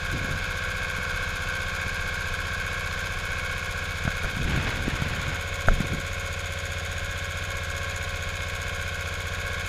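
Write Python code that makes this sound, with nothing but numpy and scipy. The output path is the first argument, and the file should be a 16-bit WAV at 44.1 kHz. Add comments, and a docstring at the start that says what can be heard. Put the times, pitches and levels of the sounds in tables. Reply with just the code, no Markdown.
"""Single-cylinder four-stroke diesel generator at governed speed, in snow beside a house.
Each cycle: exhaust thump, piston knocks shaking the castings, valve ticks. Blower and gears whine above.
The microphone is carried from cylinder head down to crankcase. The hand rubs and bumps its case;
packed snow crunches underfoot."""
import sys
import numpy as np
from scipy import signal
from scipy.fft import irfft
from scipy.io import wavfile

SR = 44100
rng = np.random.default_rng(int(sys.argv[2]) if len(sys.argv) > 2 else 0)


def inscribe(sig):
    """Save sig as 16-bit PCM at rate SR to the path in sys.argv[1].

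    A 1-D sig is mono; a 2-D sig holds one channel per row.
    Samples are clipped to [-1, 1] before scaling.
    """
    pcm = np.round(np.clip(np.atleast_2d(sig).T, -1, 1) * 32767)
    wavfile.write(sys.argv[1], SR, pcm.astype(np.int16))


N = 426888
TIME_S = np.arange(N) / SR
GOVERNED_RPM, HUNT_RPM, HUNTS_PER_S = 1835.0, .5, 2.0
START_CYCLE, PEAK_LOAD_TURN = .188, .38

# Levels are relative within a layer. Head, crankcase: level with the microphone there.
# Microphone path: (time [s], place [0 head .. 1 crankcase], whine gain [dB])
MIC_PATH = [(0, 0.17, -1.5), (.65, 0.069, 1.5), (1.4, 0, 0), (3.5, .18, 1.3), (4.5, 0.4, -1.5),
            (5.6, 0.87, 0.5), (7, 0.91, -0.7), (9.68, 0.69, 1.5)]
# Steps in snow: (time [s], hold [s], level [dB])
SNOW_STEPS = [(4.24, .02, -41), (4.48, 0.13, -35), (4.67, 0.03, -35), (4.88, 0.46, -38.5), (5.8, .02, -41)]
# Grip shifts: (time [s], hold [s], level [dB])
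GRIP_RUBS = [(.14, 0.18, -32), (4.24, 0.033, -35.5), (4.38, 0.33, -32.5), (4.8, 0.5, -34), (5.7, 0.23, -35)]
# Finger bumps: (time [s], thud level [dB], thud pitch [Hz], click level [dB])
FINGER_BUMPS = [(.985, -21.5, 170, -39), (1.866, -23, 140, -47), (4.052, -14, 130, -45),
                (4.077, -10, 165, -20.5), (4.244, -18.5, 40, -25), (4.37, -15, 147, -33),
                (4.451, -15.5, 58, -45), (4.575, -11, 139, -28), (4.88, -9, 252, -36),
                (5.021, -10, 138, -27), (5.679, -10, 122, -44), (5.804, -9, 182, -31),
                (5.945, -20, 178, -42)]
# Microphone case modes: (frequency [Hz], t60 [s], level [dB])
MIC_CASE_MODES = [(490, 0.0073, -27), (655, 0.021, -0.5), (1350, 0.016, 2.5), (1560, 0.011, 4.5)]
# Blower and gear tones: (order [per crank turn, rounded in use], head [dB], crankcase [dB])
WHINE_ORDERS = [(15, -58, -49.5), (16, -51, -55), (17, -47.5, -57), (18, -56, -44.5), (19, -57.5, -49),
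                (23, -63, -56), (33, -62, -50.5), (34, -55.5, -51.5), (35, -46.5, -51.5),
                (35.5, -43.5, -46.5), (37, -49, -60), (45, -47, -56.5), (47, -42.5, -45.5), (48, -50, -69),
                (50.54, -39.5, -50), (51, -65, -56), (52, -47, -48), (54, -42.5, -43), (54, -58, -43),
                (72.58, -42, -45), (71.04, -43, -44), (74.2, -52, -55)]
# Valve closings, one bounce each: (position [cycles], level [dB])
VALVE_HITS = [(.922, 0), (.962, -2), (.110, 0), (.17, -6)]
# Valve gear modes: (frequency [Hz], t60 [s], head [dB], crankcase [dB])
VALVE_MODES = [(6700, 0.02, -56, -34), (6940, 0.018, -63, -43), (7880, 0.014, -53, -44),
               (10040, 0.0062, -40, -43.5), (11230, 0.0067, -42.5, -45.5), (14460, 0.0073, -47, -44)]
# Blows in one cycle: (position [cycles], dull knock [dB], bright tick [dB])
CYCLE_BLOWS = [(.06, 3, -6), (.13, 6, 12), (.25, 6, -1), (.47, 1, -15), (.635, -1, -2), (.71, 6.5, 0),
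               (.78, 1, 4), (.925, 4, 11), (.955, 3, 11)]
# Casting and cover resonances: (centre [Hz], width [Hz], head [dB], crankcase [dB])
CASTING_BANDS = [(322, 307, -51.5, -53), (507, 170, -49, -49), (709, 130, -50.5, -51),
                 (1073, 330, -45, -51.5), (1433, 250, -41.5, -45), (1555, 177, -36.5, -42.5),
                 (1890, 540, -49.5, -47), (2193, 143, -45.5, -47.5), (2457, 303, -41.5, -43.5),
                 (3388, 800, -43.5, -43.5), (4500, 1880, -46.5, -49), (6670, 960, -50, -50.5),
                 (8600, 1800, -60.5, -60), (10630, 3600, -57.5, -57.5), (14200, 1500, -67.5, -71)]
# Exhaust harmonics: (order [per firing], head [dB], crankcase [dB])
EXHAUST_ORDERS = [(1, -65, -58), (2, -41, -43.5), (3, -48.5, -45.5), (4, -51, -64), (5, -40.5, -38.5),
                  (6, -40.5, -37), (7, -52, -72), (9, -52.5, -53), (10, -48.5, -50), (11, -60.5, -57),
                  (12, -50, -55.5), (13, -56, -58.5)]


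def from_db(db):
    """Decibels to gain."""
    return 10 ** (np.asarray(db) / 20)


def unit_rms(x):
    """Scale to unit power."""
    return x / np.sqrt(np.mean(x ** 2) + 1e-20)


def band(x, low_hz, high_hz, order=2):
    """Band-pass, unit power."""
    return unit_rms(signal.sosfilt(signal.butter(order, [low_hz, high_hz], "band", fs=SR, output="sos"), x))


def drift(per_s):
    """Slow random curve, unit power."""
    return unit_rms(np.interp(TIME_S * per_s, np.arange(4096), rng.standard_normal(4096)))


def ring(clicks, hz, t60_s):
    """One decaying sine per click."""
    radius = np.exp(-np.log(1000) / (t60_s * SR))
    step_rad = 2 * np.pi * hz / SR
    poles = [1, -2 * radius * np.cos(step_rad), radius ** 2]
    return signal.lfilter([0, np.sin(step_rad)], poles, clicks + 1e-18)


def mic_gain(place, head_db, crankcase_db):
    """Gain of a part between head and crankcase."""
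    return from_db(head_db + place * (crankcase_db - head_db))


def swells(rows, attack_s, release_s):
    """Event envelopes: rise up to the start time, hold, decay."""
    return sum(from_db(db) * np.clip(1 + (TIME_S - at_s) / attack_s, 0, 1)
               * np.exp(-np.maximum(TIME_S - at_s - hold_s, 0) / release_s) for at_s, hold_s, db in rows)


def tap(at_s, db):
    """Single click."""
    return from_db(db) * (np.arange(N) == round(at_s * SR))


def grains(per_s, spread_db):
    """Clicks of random time, size and sign."""
    hits = rng.random(N) < per_s / SR
    sizes = from_db(spread_db * rng.exponential(1, N).clip(0, 4))
    return hits * sizes * rng.choice([-1, 1], N)


def strikes(cycle, position, spread_db, jitter_s):
    """One click per cycle at a set position, uneven in level and timing."""
    due_s = np.interp(np.arange(160) + position, cycle, TIME_S, left=-1, right=-1)
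    timing, strength = rng.standard_normal((len(due_s), 2)).T
    at = ((due_s + jitter_s * timing) * SR).astype(int)
    inside = (at >= 0) & (at < N)
    clicks = np.zeros(N)
    clicks[at[inside]] = from_db(spread_db * strength[inside])
    return clicks


def footsteps(grains_per_s=1500):
    """Packed snow breaks in small grains underfoot."""
    crunch = band(grains(grains_per_s, spread_db=-1.5), 640, 4100, order=1)
    return swells(SNOW_STEPS, attack_s=.03, release_s=.085) * band(crunch, 190, 2770)


def rubbing(lump_db=4.5, slip_db=-3.5):
    """Hand on the microphone case: dull lumpy friction, small stick-slip thuds."""
    friction = rng.standard_normal(N) * from_db(lump_db * drift(45))
    rub = band(band(friction, 32, 154, order=1), 16, 350)
    slips = unit_rms(ring(grains(per_s=90, spread_db=1.5), hz=133.4, t60_s=.072))
    return swells(GRIP_RUBS, attack_s=.027, release_s=.063) * (rub + from_db(slip_db) * slips)


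def bumps(thud_periods=4.2, knock_s=5.6848):
    """Fingers thud and click on the case; one hard knock also sways the microphone."""
    thuds = sum(ring(tap(at_s, db), hz, thud_periods / hz) for at_s, db, hz, _ in FINGER_BUMPS)
    sway = ring(tap(knock_s, db=-9), hz=27.7, t60_s=.28)
    clicks = tap(knock_s, db=-9) + sum(tap(at_s, db) for at_s, _, _, db in FINGER_BUMPS)
    case = sum((-1) ** k * from_db(db) * ring(clicks, hz, t60_s)
               for k, (hz, t60_s, db) in enumerate(MIC_CASE_MODES))
    return case - thuds - sway


def whine(cycle, place, slip_turns=.00096, waver_db=.8, wander_rad=.36, firing_db=.96):
    """Blades and teeth pass in step with the crank; uneven rotation splits each tone into a cluster."""
    crank_turns = 2 * cycle - PEAK_LOAD_TURN + slip_turns * drift(14)
    out = np.zeros(N)
    for order, head_db, crankcase_db in WHINE_ORDERS:
        # Low blower tones drone; high gear tones swell together once a turn, under load.
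        scatter_rad = np.interp(order, [18, 72], [1.8, .55])
        phase_rad = 2 * np.pi * round(order) * crank_turns + scatter_rad * rng.standard_normal()
        gain = mic_gain(place, head_db, crankcase_db) * from_db(waver_db * drift(.89))
        out += gain * np.sin(phase_rad + wander_rad * drift(.99))
    return out * from_db(firing_db * drift(15))   # load varies per firing


def valves(cycle, place):
    """Valves close and bounce; the steel gear pings."""
    out = np.zeros(N)
    for hz, t60_s, head_db, crankcase_db in VALVE_MODES:
        clicks = sum(from_db(db) * strikes(cycle, position, spread_db=2.0, jitter_s=.0002)
                     for position, db in VALVE_HITS)
        out += mic_gain(place, head_db, crankcase_db) * ring(clicks, hz, t60_s)
    return out


def rattle_envelope(cycle, column, decay_s, rise_hz, spread_db, rush_db):
    """Steady rush plus a decaying burst per blow, unit power."""
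    blows = sum((strikes(cycle, row[0], spread_db, jitter_s=.0001) * from_db(row[column])) ** 2
                for row in CYCLE_BLOWS)
    power = signal.lfilter([1], [1, -np.exp(-1 / (decay_s * SR))], blows + 1e-18)
    power = signal.lfilter(*signal.butter(1, rise_hz, fs=SR), power)
    return unit_rms(np.sqrt(from_db(rush_db) ** 2 + power))


def clatter(cycle, place, repeat_share=.59, repeat_hz=1700, bright_hz=6900, load_db=.67):
    """Blows shake the castings; part of the rattle repeats each cycle, less in the treble."""
    knock = rattle_envelope(cycle, column=1, decay_s=.00096, rise_hz=292, spread_db=1.6, rush_db=1.0)
    knock *= from_db(load_db * np.cos(2 * np.pi * (2 * cycle - PEAK_LOAD_TURN)))
    tick = rattle_envelope(cycle, column=2, decay_s=.0039, rise_hz=300, spread_db=2.0, rush_db=1.5)
    cycle_samples = int(N / (cycle[-1] - cycle[0]))
    out = np.zeros(N)
    for hz, width_hz, head_db, crankcase_db in CASTING_BANDS:
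        fresh = rng.standard_normal(N)
        pattern = irfft(np.exp(2j * np.pi * rng.random(cycle_samples // 2 + 1)))
        repeated = unit_rms(np.interp(cycle % 1 * len(pattern), np.arange(len(pattern)), pattern))
        share = repeat_share / (1 + (hz / repeat_hz) ** 2)
        noise = np.sqrt(share) * repeated + np.sqrt(1 - share) * fresh
        tick_share = 1 / (1 + (bright_hz / hz) ** 4)
        envelope = np.sqrt(tick_share * tick ** 2 + (1 - tick_share) * knock ** 2)
        resonance = band(envelope * noise, hz - width_hz / 2, hz + width_hz / 2)
        out += mic_gain(place, head_db, crankcase_db) * resonance
    return out


def exhaust(cycle, place, open_cycle=.69, intake_cycle=.99, intake_gain=.81, smear_rad=1.42):
    """Blow-down and intake gulp drive the pipe harmonics; the jet adds low flutter."""
    thump = np.zeros(N)
    for order, head_db, crankcase_db in EXHAUST_ORDERS:
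        rad_per_cycle = 2 * np.pi * order
        blow_down = 1j * np.exp(-1j * rad_per_cycle * open_cycle)   # push-pull swing
        gulp = intake_gain * np.exp(-1j * rad_per_cycle * intake_cycle)   # single bulge
        silencer_lag_rad = smear_rad * (order / 10) ** 2 * rng.standard_normal()
        phase_rad = rad_per_cycle * cycle + np.angle(blow_down + gulp) - silencer_lag_rad
        thump += np.sqrt(2) * mic_gain(place, head_db, crankcase_db) * np.cos(phase_rad)
    jet = band(rng.standard_normal(N), 13, 36, order=1)
    flutter = mic_gain(place, head_db=-42, crankcase_db=-46) * band(jet, 10, 190)
    return thump * from_db(-.1 * drift(32)) + flutter


def scene(metal_db=.26):
    """One firing per two crank turns; the governor hunts slightly."""
    rpm = GOVERNED_RPM + HUNT_RPM * drift(HUNTS_PER_S)
    cycle = START_CYCLE + np.cumsum(rpm / 60 / 2) / SR
    path_s, *curves = np.transpose(MIC_PATH)
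    place, whine_db = (np.interp(TIME_S, path_s, curve) for curve in curves)
    metal = clatter(cycle, place) + from_db(whine_db) * whine(cycle, place) + valves(cycle, place)
    engine = exhaust(cycle, place) + from_db(metal_db) * metal
    return (engine + bumps() + rubbing() + footsteps())[None]


def record(dry):
    """Steep low-pass."""
    cutoff_hz = 15300
    return signal.sosfilt(signal.ellip(10, .2, 90, cutoff_hz, fs=SR, output="sos"), dry)


dry = scene()
out = record(dry)
inscribe(out)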